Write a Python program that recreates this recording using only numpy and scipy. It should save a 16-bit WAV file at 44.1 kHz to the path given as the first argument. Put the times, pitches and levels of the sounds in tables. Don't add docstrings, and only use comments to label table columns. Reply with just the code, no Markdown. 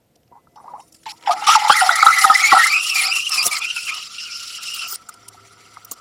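import sys
import numpy as np
from scipy import signal
from scipy.fft import rfft, irfft, next_fast_len
from scipy.io import wavfile
from scipy.ndimage import uniform_filter1d, map_coordinates

SR = 44100
rng = np.random.default_rng(int(sys.argv[2]) if len(sys.argv) > 2 else 0)


def bounce(signal):
    frames = np.transpose(np.atleast_2d(signal))
    limited = np.clip(frames, -1, 1)
    pcm = np.round(limited * 32767).astype(np.int16)
    wavfile.write(sys.argv[1], SR, pcm)


def ratio_of_db(decibels):
    return 10 ** (np.asarray(decibels, float) / 20)


N = 264864
TIME_S = np.arange(N) / SR
CUT_S = 4.96
ROAR_S, SONG_S = 1.3066, 1.7

# start in seconds, length in seconds, first pitch in Hz, last pitch in Hz, level in dB.
SQUEAL_LIVES = [(1.7, 0.056, 1587, 1623, -23.5), (1.74, 0.024, 1932, 2120, -17),
                (1.766, 0.022, 2124, 1946, -19.5), (1.788, 0.017, 1930, 1945, -16.5),
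                (1.81, 0.064, 1907.0, 2048.0, -30), (1.874, 0.012, 1627, 1626, -38),
                (1.89, 0.011, 1567, 1588, -19.5), (1.904, 0.071, 1915.0, 2003.0, -21),
                (1.97, 0.024, 2166, 2129, -24), (1.995, 0.031, 2088, 2263, -17.5),
                (2.027, 0.065, 2000.0, 2000, -27.5), (2.091, 0.031, 2014, 2067, -28),
                (2.117, 0.02, 2072.0, 2108, -17.5), (2.137, 0.015, 2187, 2127, -15),
                (2.155, 0.078, 2005, 1980, -18.5), (2.207, 0.032, 2050.0, 2031, -19.5),
                (2.243, 0.058, 2067, 1804, -25.5), (2.323, 0.03, 1789, 1859, -22.5),
                (2.349, 0.016, 2018, 2003.0, -11.5), (2.371, 0.014, 2009, 2000, -23.5),
                (2.385, 0.0205, 1937, 2103, -18.5), (2.405, 0.029, 2291.0, 2287.0, -20),
                (2.428, 0.056, 2160.0, 2222, -15), (2.476, 0.04, 2309, 2364, -20),
                (2.512, 0.03, 1966, 1964, -18), (2.546, 0.042, 1983, 1885, -26.5),
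                (2.588, 0.044, 1898, 1832.0, -16.5), (2.63, 0.019, 1854, 2152, -17.5),
                (2.648, 0.013, 2076, 2002, -23), (2.66, 0.029, 1832, 2122, -18),
                (2.69, 0.014, 2117, 2403, -29)]
# [s, s, Hz, Hz, dB].
TIGHT_LIVES = [(2.701, 0.031, 2410, 2304, -19), (2.731, 0.028, 2363, 2630, -18),
               (2.757, 0.03, 2522.0, 2446, -16.5), (2.788, 0.026, 2683, 2740, -21),
               (2.813, 0.087, 2707, 2894.0, -27), (2.89, 0.056, 2750, 2605.0, -22.5),
               (2.946, 0.015, 2610, 2400, -25), (2.957, 0.051, 2409, 2333.0, -18.5),
               (3.008, 0.041, 2155, 2170, -23), (3.053, 0.019, 2386, 2620, -22.5),
               (3.075, 0.042, 2290, 2537, -26), (3.115, 0.014, 2517, 2780, -14),
               (3.134, 0.017, 2867, 2915.0, -24.5), (3.145, 0.072, 2677, 2735, -21.5),
               (3.214, 0.053, 2746, 3020, -27.5), (3.266, 0.02, 2780, 2861.0, -21.5),
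               (3.305, 0.077, 2733, 2536, -27), (3.373, 0.036, 2584, 2327.0, -20.5),
               (3.409, 0.016, 2348.0, 2514, -27), (3.425, 0.017, 2605, 2786.0, -22.5),
               (3.509, 0.034, 2284.0, 2290, -24), (3.536, 0.018, 2432, 2398.0, -27.5),
               (3.554, 0.026, 2127, 2118, -27.5), (3.579, 0.02, 2047, 2450, -39.5)]
# [s, s, Hz, Hz, dB].
SUNK_LIVES = [(3.602, 0.038, 2467.0, 2464.0, -27), (3.638, 0.019, 2445.0, 2480.0, -21.5),
              (3.658, 0.043, 2645.0, 2891.0, -26), (3.698, 0.017, 2891.0, 2754.0, -20.5),
              (3.722, 0.042, 2760.0, 2683.0, -34.5), (3.761, 0.012, 2697.0, 2652, -21),
              (3.776, .019, 2600, 2510, -26.5), (3.795, 0.073, 2670.0, 2786.0, -34.5),
              (3.867, 0.015, 2791.0, 2640.0, -29), (3.881, 0.028, 2436.0, 2434.0, -24.5),
              (3.911, 0.025, 2475.0, 2551.0, -29.5), (3.935, 0.052, 2955.0, 2932.0, -29.5),
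              (3.985, 0.05, 2771.0, 2962.0, -33.5), (4.141, 0.044, 2686.0, 2747.0, -42.5),
              (4.182, 0.025, 2755.0, 2759.0, -30), (4.204, 0.07, 2825.0, 2890.0, -35),
              (4.272, 0.0386, 2507.0, 2418.0, -34.5), (4.312, 0.051, 2579.0, 2849.0, -37),
              (4.4, 0.058, 2811.0, 2797.0, -39), (4.5, 0.047, 2913.0, 2794.0, -41),
              (4.536, 0.11, 2900.0, 2721.0, -34.5), (4.653, 0.046, 2898.0, 2734.0, -29.5),
              (4.699, 0.064, 2860.0, 2826.0, -31.5), (4.769, 0.089, 2783.0, 2700.0, -29),
              (4.857, 0.024, 2689.0, 2869.0, -34.5)]
# frequency in Hz, level in dB, 60 dB decay time in seconds.
STEEL_MODES = [(3770, -5, 0.18), (4540, -3, 0.17), (5340, 5, 0.15), (5870, 0.5, 0.21)]


def unit(x):
    return x / np.sqrt(np.mean(np.abs(x) ** 2) + 1e-20)


def along(points, hz):
    f, v = np.transpose(points)
    return np.interp(np.log(hz + 1), np.log(f + 1), v)


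def curves(table):
    s, *columns = np.transpose(table)
    return [np.interp(TIME_S, s, column) for column in columns]


def wobble(knots_per_s):
    return map_coordinates(rng.standard_normal(N // 20), [np.arange(N) * knots_per_s / SR])


def filtered(x, response):
    m = next_fast_len(N + 8192)
    return irfft(rfft(x, m) * response(np.fft.rfftfreq(m, 1 / SR)), m)[:N]


def noise(response, patchy_db):
    z = signal.stft(rng.standard_normal(N + 512), nperseg=256)[2]
    field = uniform_filter1d(rng.standard_normal(z.shape), size=5, axis=0)
    field = uniform_filter1d(field, size=6, axis=1)
    depth_db = np.interp(np.linspace(0, N, z.shape[1]), np.arange(N), patchy_db * np.ones(N))
    patchy = signal.istft(z * ratio_of_db(depth_db * unit(field)), nperseg=256)[1][:N]
    return unit(filtered(patchy, response))


def coloured(points, patchy_db):
    return noise(lambda f: ratio_of_db(along(points, f)), patchy_db)


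def resonant(modes):
    def response(f):
        return sum(ratio_of_db(db) * (1j * f * w / (c * c - f * f + 1j * f * w)) ** 2 for c, w, db in modes)
    return response


def shifted(x, hz):
    analytic = signal.hilbert(x, next_fast_len(N))[:N]
    return (analytic * np.exp(2j * np.pi * np.cumsum(hz) / SR)).real


def bursts(rows, rise_s, fall_s):
    gain, t = np.zeros(N + SR), np.arange(SR // 8) / SR
    for s, db, length_s in rows:
        closing = 1 + np.exp(np.clip((t - length_s) / fall_s, -50, 50))
        gain[round(s * SR):][:len(t)] += ratio_of_db(db) * (1 - np.exp(-t / rise_s)) / closing
    return gain[:N]


def whistles(at, hz, db, life_s, glide_oct):
    step = np.arange(1500)
    age = step / SR / life_s
    phase = 2 * np.pi * np.cumsum(hz * 2 ** (glide_oct * np.minimum(age, 2)), axis=1) / SR
    notes = ratio_of_db(db) * age * np.exp(1 - age ** 2) * np.sin(phase)
    return np.bincount((at + step).ravel(), notes.ravel(), N + 1500)[:N]


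def valve():
    # time in seconds, flow in dB, air in dB, depth as dB of sizzle lost.
    open_valve = [(0.0, -101, -17, -4), (0.59, -78, 16, -5.5), (0.72, -70.5, 29, 2),
                  (0.87, -71.5, 2, -15.5), (1.05, -64, -28, -4.5), (1.34, -49, 19.5, 7.5),
                  (1.455, -34.5, 2.5, 9), (1.47, -41, 20.5, 22.5), (1.69, -30, 1, 5), (2.11, -29.5, -6, -1),
                  (2.6, -26, -12, 6), (2.77, -29, -16.5, 1.5), (3.3, -33, -18.5, 2),
                  (3.471, -37, -2.5, -5.5), (3.608, -33, -20.5, 10), (3.72, -35.5, -30.5, 12),
                  (4.799, -36.5, -36.5, 7), (4.92, -39.5, -13, -6)]
    # start in seconds, extra air in dB, length in seconds.
    draughts = [
        (2.003, 1, 0.061),
        (2.1, 1.5, 0.13),
        (2.42, 0.5, 0.064),
        (2.796, -11, 0.16),
        (2.94, 9, .17),
        (3.148, 5.5, 0.028),
        (3.193, -23.5, 0.103),
        (3.882, 13, 0.13),
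        (4.578, 12, .3),
    ]
    # flow, air and depth in dB.
    seep = (-57, -3.2, 5.7)
    flow_db, air_db, depth_db = curves(open_valve)
    for s, db, length_s in draughts:
        air_db = air_db + db * np.clip(np.minimum(TIME_S - s, s + length_s - TIME_S) / 0.0064, 0, 1)
    return [np.where(TIME_S > CUT_S, rest, flowing)
            for flowing, rest in zip((flow_db, air_db, depth_db), seep)]


def wall(f):
    # frequency in Hz, width in Hz, lift in dB.
    wall_modes = [(2930, 110, -2.5), (4110, 1100, 6.5), (5330, 1260, 6.5), (5740, 180, 3.5),
                  (7250, 1480, 7.5), (9570, 580, 3), (14100, 1400, 7.5)]
    return sum(db / (1 + (2 * (f - c) / w) ** 2) for c, w, db in wall_modes)


def spit_gain(lean, db):
    # start in seconds, peak in dB, tilt in dB.
    spits = [(0.155, -46.5, -1), (0.556, -45.5, -6), (.676, -63, -8), (0.799, -49.5, -15), (0.878, -57, 5),
             (0.922, -48, 13), (0.943, -39.5, 0), (1.031, -44, -6), (1.955, -18, 9), (2.0235, -11, -2),
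             (2.6663, -13, 7.5), (3.2902, -23, 13.5), (3.5655, -14, -3), (5.0875, -35.5, 15.5),
             (5.138, -38.5, 1.5), (5.281, -36.5, 16.5), (5.847, -50.5, 22), (5.9114, -33.5, 22)]
    # start in seconds, peak in dB, tilt in dB.
    snaps = [(.231, -46, -13), (.277, -49, -12), (1.2106, -33.5, -11), (1.225, -23, -9), (1.236, -27, -9),
             (3.428, -9, 13), (3.4547, -18, 21.5), (3.461, -17.5, 20), (3.4649, -14, 25), (4.184, -22, -3),
             (3.762, -20, -2)]
    # start in seconds, peak in dB, tilt in dB, length in seconds.
    gushes = [(1.056, -32.5, -14.5, 0.013), (1.066, -35.5, -11, 0.024), (1.087, -27.5, -5.5, 0.034),
              (1.2586, -31, -17.5, 0.04), (1.3066, -19, -5.5, 0.033), (1.466, -9, -8.5, 0.038),
              (1.5, -9.5, -6.5, 0.039), (1.535, -9.5, -7, 0.03), (1.68, -16, -3.5, 0.054),
              (1.764, -29.5, 13.5, 0.045), (1.806, -20, -4, 0.025), (2.341, -21, -7.5, 0.015),
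              (2.498, -15.5, -7, 0.046), (2.943, -22, 6, 0.099), (3.313, -21, -1.5, 0.066),
              (3.435, -27, 16, 0.045), (3.511, -20.5, 2.5, 0.031), (3.575, -25, 6, 0.019),
              (3.8746, -26.5, -15.5, 0.023), (3.636, -35, 0, 0.021), (3.742, -39.5, 11, 0.071),
              (3.808, -42.5, 14, .1), (4.739, -43.5, 13, 0.048), (4.923, -39.5, 12, 0.022),
              (5.92, -42, 12, 0.021)]
    rows = [(*row, 0.0087) for row in spits] + [(*row, 0.0019) for row in snaps] + list(gushes)
    leaning = [(s, peak + lean * tilt + db, length_s) for s, peak, tilt, length_s in rows]
    return bursts(leaning, rise_s=.002, fall_s=.0013)


def jet():
    # frequency in Hz, level in dB per Hz.
    hiss_colour = [(1200, -43), (1900, -8), (2900, 4), (3550, -4), (5330, -1), (6370, -11.5), (7500, -9.5),
                   (9750, -36), (16500, -120)]
    # frequency in Hz, level in dB per Hz.
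    sizzle_colour = [(3530, -29.5), (6000, -12), (8570, -8.5), (9740, -3), (14700, -23.5), (16000, -21.5)]
    # frequency in Hz, level in dB per Hz.
    splash_colour = [(900, -18), (1300, 6.5), (2000, 8.5), (3000, 8), (3800, 2.5), (6000, -50)]
    # frequency in Hz, width in Hz, level in dB.
    leak_modes = [(4500, 300, -1), (5830, 300, 2), (3340, 1400, -5), (7440, 440, -2), (9500, 254, -6)]
    flow_db, air_db, depth_db = valve()
    unrest = np.clip(1.5 + air_db / 48, .3, 1)
    flutter_db, jitter_db = 1.9 * unrest * wobble(30), 2.2 * unrest * wobble(90)

    hiss_gain = ratio_of_db(flow_db + flutter_db + jitter_db) + spit_gain(lean=0, db=-9.5)
    hiss = hiss_gain * noise(lambda f: ratio_of_db(along(hiss_colour, f) + wall(f)), 4.35 * unrest)
    sizzle_gain = ratio_of_db(flow_db - depth_db + 2 * flutter_db + jitter_db) + spit_gain(lean=1, db=-12.0)
    sizzle = sizzle_gain * noise(lambda f: ratio_of_db(along(sizzle_colour, f) + wall(f)), 4.3 * unrest)
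    splash = spit_gain(lean=-1.07, db=-19.0) * coloured(splash_colour, patchy_db=4.0)
    slurp_db = flow_db - 2 + 0.75 * np.minimum(air_db, 0) + 2 * flutter_db
    slurp = ratio_of_db(slurp_db) * noise(resonant([(2074, 490, 0)]), patchy_db=2.5)
    leak = ratio_of_db(-59 + flutter_db) * (TIME_S > CUT_S) * noise(resonant(leak_modes), patchy_db=0.0)
    return hiss + sizzle + splash + slurp + leak


def pitcher_air():
    # frequency in Hz, width in Hz, level in dB.
    low_stages = [
        [(950, 55, 7), (706, 360, -4), (1150, 140, -13)],
        [(850, 38, 4), (950, 18, -15.5)],
        [(769, 53, -1), (940, 31, -22.5)],
        [(750, 150, -7.5), (960, 78.6, -4.5)],
    ]
    # frequency in Hz, width in Hz, level in dB.
    high_modes = [(1290, 159, 6), (1189.6, 70, -2)]
    # time in seconds, upper resonance in Hz.
    headroom = [(2.6, 1299), (2.9, 1270), (3.15, 1309), (3.35, 1202), (3.55, 1230), (3.7, 1419),
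                (3.83, 1418), (3.9, 1230), (4.25, 1389), (4.6, 1340), (4.95, 1318)]
    flow_db, air_db, _ = valve()
    foam = np.interp(TIME_S, [1.24, 1.29, 1.75, 2.3, 2.6, 3.9], [0, 1, 1, 2, 1.5, 3.5])
    hollow = 0
    for stage, modes in enumerate(low_stages):
        share = np.sqrt(np.maximum(1 - abs(foam - stage), 0))
        hollow = hollow + share * noise(resonant(modes), patchy_db=-3.5)
    low = ratio_of_db(flow_db + air_db + 1.4 * wobble(40)) * hollow

    room_hz, = curves(headroom)
    high_db = flow_db + 5.5 + 0.47 * np.minimum(air_db, 0)
    high_db = high_db - 9 * (foam < .5)
    ring = shifted(noise(resonant(high_modes), patchy_db=2.0), room_hz - high_modes[0][0])
    return low + ratio_of_db(high_db + 2.2 * wobble(40)) * ring


def fizz():
    # start in seconds, level in dB, length in seconds.
    breaks = [
        (3.44, -30, 0.043),
        (4.742, -34, 0.017),
        (4.876, -33.5, 0.076),
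        (5.089, -38, 0.01),
        (5.284, -46, 0.0038),
        (5.847, -35, 0.0057),
        (5.912, -29, 0.014),
    ]
    gain = bursts(breaks, rise_s=0.0016, fall_s=0.00134)
    return gain * noise(resonant([(14300, 1400, 0)]), patchy_db=-6.5)


def glides(rows):
    s, length_s, first_hz, last_hz, db = np.transpose(rows)
    now = np.maximum(np.searchsorted(s, TIME_S) - 1, 0)
    age = np.clip((TIME_S - s[now]) / length_s[now], 0, 1)
    hz = first_hz[now] + (last_hz - first_hz)[now] * age
    alive = np.abs(np.sin(np.pi * age)) ** 0.099 * (age > 0) * (age < 1)
    return [uniform_filter1d(v, size=130) for v in (hz, db[now], alive)]


def pocket():
    # multiple of the pitch, level in dB, smear in Hz.
    overtones = [(1, 2, 120), (2, -14.5, 380), (3, -18.5, 920)]
    # start in seconds, level in dB, length in seconds.
    flares = [
        (2.69, -25, 0.031),
        (2.89, -21.5, 0.015),
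        (2.945, -34, 0.066),
        (3.04, -23, 0.077),
        (3.2, -46, 0.089),
        (3.31, -20.5, 0.05),
        (3.375, -21, 0.059),
        (3.51, -41, .03),
    ]
    hz, db, alive = glides(np.vstack([SQUEAL_LIVES, TIGHT_LIVES, SUNK_LIVES]))
    phase = 2 * np.pi * np.cumsum(hz * (1 + .014 * wobble(120))) / SR
    tone = 0
    for multiple, level_db, smear_hz in overtones:
        clear = 2.2 / multiple * np.clip((db + 44.5) / 22, 0, 1)
        core = unit(clear + wobble(smear_hz) + 1j * wobble(smear_hz))
        strands = wobble(6.0 * smear_hz / multiple) + 1j * wobble(6.6 * smear_hz / multiple)
        gain = ratio_of_db(db + level_db) * alive
        if multiple == 2:
            gain = gain + ratio_of_db(1.5) * bursts(flares, rise_s=0.0044, fall_s=0.003)
        tone = tone + gain * ((core + 0.37 * strands) * np.exp(1j * multiple * phase)).real
    return ratio_of_db(1.1 * wobble(45)) * tone


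def splits():
    hz, db, alive = glides(np.vstack([SQUEAL_LIVES, TIGHT_LIVES, SUNK_LIVES]))
    when, pitch, glide, size, life, octave = rng.random((900, 6)).T[..., None]
    at = ((SONG_S + when * (CUT_S - SONG_S)) * SR).astype(int)
    upper = octave > .6
    level_db = db[at] - 5.5 - 6.0 * upper - 7.3 * size - 60 * (alive[at] < .5)
    note_hz = hz[at] * 2 ** (upper + 0.1314 * (2 * pitch - 1))
    return whistles(at, note_hz, level_db, life_s=0.0079 * (.5 + life), glide_oct=.15 * (glide - .3))


def gulps():
    # start in seconds, peak in dB, pitch in Hz, length in seconds.
    bubbles = [(.352, -34, 850, 0.024), (.372, -43, 1035, 0.016), (.575, -31, 1150, 0.0058),
               (0.601, -27.5, 960, 0.0061), (.64, -25, 706, 0.0099), (0.658, -26, 827, 0.0064),
               (0.679, -19, 990, 0.0051), (.688, -33, 1150, 0.0073), (0.737, -18.5, 886, 0.019),
               (.757, -35, 1150, 0.016), (.78, -24.5, 700, 0.0091), (1.704, -1, 1364, 0.0095),
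               (1.722, -7, 1510, 0.013), (0.795, -28, 850, 0.018)]
    # start in seconds, peak in dB, pitch in Hz, length in seconds.
    rising = [(0.4713, -44, 1290, 0.0064), (1.118, -34, 887, 0.021), (1.306, -9.5, 1243, 0.022),
              (1.42, -10.5, 796, 0.013), (1.4713, -4, 1220, 0.015), (1.484, -4.5, 824, 0.021),
              (1.49, -4, 1274, 0.048), (1.521, -3.5, 1349, 0.014), (1.62, -6.5, 850, 0.021),
              (1.673, -2.5, 860, 0.011), (1.697, 4.5, 1161, 0.0098), (1.718, -13.5, 3283, 0.02),
              (1.908, -18.5, 3770, 0.02), (2.428, -17.5, 6800, 0.05), (1.8918, 3, 1383, 0.0054),
              (1.988, -10, 1320, 0.013), (2.032, -7, 808, 0.032), (2.0645, 7.5, 1314, 0.012),
              (2.0824, 0.5, 1338, 0.016), (2.298, -4.5, 787, 0.031), (2.548, -5, 1350, 0.018),
              (2.562, -3, 790, .024), (2.564, -2, 1335, 0.022), (2.659, -8.5, 1318, 0.012)]
    # start in seconds, peak in dB, pitch in Hz, length in seconds.
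    sinking = [(0.319, -36, 950, 0.026), (0.559, -33.5, 840, 0.056), (1.062, -21, 875, 0.031),
               (1.274, -4.5, 802, 0.018), (1.294, 2, 708, 0.023), (1.333, -10, 744, 0.03),
               (1.5509, 1.5, 1280, 0.0055), (1.555, 0, 855, 0.03), (1.647, -5.5, 843, 0.021),
               (1.697, 5.5, 833, 0.014), (1.8088, -4, 1410, 0.01), (1.816, 1, 746, 0.031),
               (1.862, -4.5, 752, 0.03), (1.9, -7.5, 697, 0.033), (2.0268, 5, 1290, 0.0079),
               (2.06, -0.5, 818, 0.017), (2.1014, -1.5, 1310, 0.016), (2.2412, 3, 1246, 0.0066),
               (2.247, 5, 1294, 0.0071), (2.251, -4, 776, 0.046), (2.2987, 0.5, 1264, 0.024),
               (2.518, -2.5, 1350, 0.012), (2.523, 2, 1113, 0.012), (2.531, 5, 764, 0.02),
               (2.6004, -8, 1323, 0.019), (3.479, -20.5, 3590, 0.011), (3.615, -24.5, 3410, 0.022),
               (3.7636, -28, 1404, 0.015), (4.9276, -27.5, 1370, .011), (5.089, -24.5, 1290, 0.008),
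               (5.345, -30.5, 740, 0.0099), (5.764, -35, 2040, 0.0053), (5.7705, -19, 1290, 0.0039),
               (5.772, -31, 720, 0.0063), (5.917, -29, 1157, 0.008)]
    # frequency in Hz, level in dB per Hz.
    gurgle_colour = [(480, -70), (620, 5.5), (900, 12.5), (1400, -12), (2200, -27), (4000, -50)]
    out, t = np.zeros(N + SR), np.arange(SR // 8) / SR
    sources = [wobble(300), wobble(150), coloured(gurgle_colour, patchy_db=0.5)]
    ragged, uneven, gurgle = np.pad(sources, ((0, 0), (0, SR)))
    for rows, glide_oct in [(bubbles, 0.27), (rising, 0.11), (sinking, -0.079)]:
        for s, db, hz, length_s in rows:
            at = slice(round(s * SR), round(s * SR) + len(t))
            glide_hz = hz * 2 ** (glide_oct * (np.minimum(t / length_s, 1.8) - .6))
            unrest = 0.43 * max(hz / 1500, 1)
            phase = 2 * np.pi * np.cumsum(glide_hz) / SR + unrest * ragged[at]
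            hold = max(2.16 + 0.0528 * db, 1.5)
            swell = ratio_of_db(-9 * (t / length_s) ** hold) * (1 - np.exp(-t / 0.00089))
            rough = ratio_of_db(-19.0 - .28 * db)
            out[at] += ratio_of_db(db - 1.5 + uneven[at]) * swell * (np.sin(phase) + rough * gurgle[at])
    return filtered(out[:N], lambda f: f ** 6 / (f ** 6 + 800.0 ** 6))


def chirps():
    # start in seconds, level in dB, length in seconds.
    seethes = [
        (3.77, -31.5, 0.037),
        (4.19, -34, .06),
        (4.3, -31.5, 0.093),
        (4.4, -35.5, .09),
        (4.65, -33, 0.056),
        (4.77, -36.5, 0.13),
        (4.9, -34, 0.056),
    ]
    flow_db, air_db, _ = valve()
    seethe = bursts(seethes, rise_s=0.0037, fall_s=0.0072) * noise(resonant([(5260, 860, 0)]), patchy_db=1.0)
    when, pitch, glide, size, life = rng.random((900, 5)).T[..., None]
    at = ((ROAR_S + when * (CUT_S - ROAR_S)) * SR).astype(int)
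    db = flow_db[at] - 6.5 + .3 * np.minimum(air_db[at], 0) - 3.2 * np.log(size + 0.03)
    hz = 4013 * 2 ** (.6 * (2 * pitch - 1))
    return whistles(at, hz, db, life_s=.007 * (.5 + life), glide_oct=.28 * (glide - .25)) + seethe


def milk():
    # frequency in Hz, level in dB per Hz.
    churn_colour = [(15, -36), (25, -8.5), (43, -21), (118, -4.5), (253, 0), (515, 0), (626, -17), (700, 6),
                    (910, -37), (1540, -120)]
    # start in seconds, peak in dB.
    thumps = [(0.161, -45), (0.314, -37.5), (1.056, -39), (1.695, -22), (2.065, -34), (2.242, -34),
              (2.298, -46), (2.524, -14), (3.452, -24), (3.461, -17.5), (5.911, -33.5)]
    churn = coloured(churn_colour, patchy_db=1.0)
    heave = bursts([(s, db - 4.5, .006) for s, db in thumps], rise_s=0.0024, fall_s=0.0067) * churn
    heave = filtered(heave, lambda f: f * f / (f * f + 31.0 ** 2))
    flow_db, air_db, _ = valve()
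    return ratio_of_db(-47 + 0.25 * flow_db + 0.32 * air_db) * churn + heave


def knocks():
    # start in seconds, level in dB.
    touches = [
        (.559, -59),
        (.806, -59),
    ]
    out, t = np.zeros(N), np.arange(SR // 4) / SR
    for s, db in touches:
        for hz, level_db, t60_s in STEEL_MODES:
            decay = ratio_of_db(db + level_db + rng.normal(0, 3) - 60 * t / t60_s)
            out[round(s * SR):][:len(t)] += decay * np.sin(2 * np.pi * hz * t)
    return out


def singing():
    hum = noise(resonant([(hz, 60, 0) for hz, *_ in STEEL_MODES]), patchy_db=-1.0)
    return ratio_of_db(-75 + 3.0 * wobble(10.3)) * (TIME_S > .558) * (TIME_S < 1.0) * hum


def kitchen():
    # frequency in Hz, level in dB per Hz.
    room_colour = [(15, -52), (25, -10), (102, -1.5), (242, -7), (394, -14.5), (489, -8), (1100, -24.5),
                   (9570, -33), (14000, -28.5), (16000, -61)]
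    # start in seconds, end in seconds, pitch in Hz, level in
    # dB.
    tones = [
        (5.15, 5.92, 105, -60),
        (5.2, 5.7, 391, -65),
        (.85, 1.6, 325, -65),
        (1.25, 1.45, 320, -57),
        (.3, .8, 2010, -76),
        (4.922, 4.946, 400, -53),
    ]
    air = ratio_of_db(-61) * coloured(room_colour, patchy_db=-1.0)
    drift = .8 * wobble(14)
    hum = 0
    for start_s, end_s, hz, db in tones:
        edge_s = 0.027 * (end_s - start_s)
        fade = np.clip(np.minimum(TIME_S - start_s, end_s - TIME_S) / edge_s, 0, 1)
        hum = hum + ratio_of_db(db) * fade * np.sin(2 * np.pi * hz * TIME_S + drift)
    return air + ratio_of_db(3 + 1.8 * wobble(14)) * hum


def scene():
    steam = jet() + pitcher_air() + fizz() + pocket() + splits()
    liquid = gulps() + chirps() + milk()
    return (steam + liquid + knocks() + singing() + kitchen())[None]


def top_cut(x):
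    return signal.sosfilt(signal.butter(12, 16470, fs=SR, output="sos"), x)


def record(dry):
    flat = dry[0] / (1 + np.abs(dry[0] / .9) ** 6) ** (1 / 6)
    band = filtered(flat, lambda f: (f < 16000) * f / np.hypot(f, 75))
    return top_cut(band[None])


dry = scene()
out = record(dry)
bounce(out)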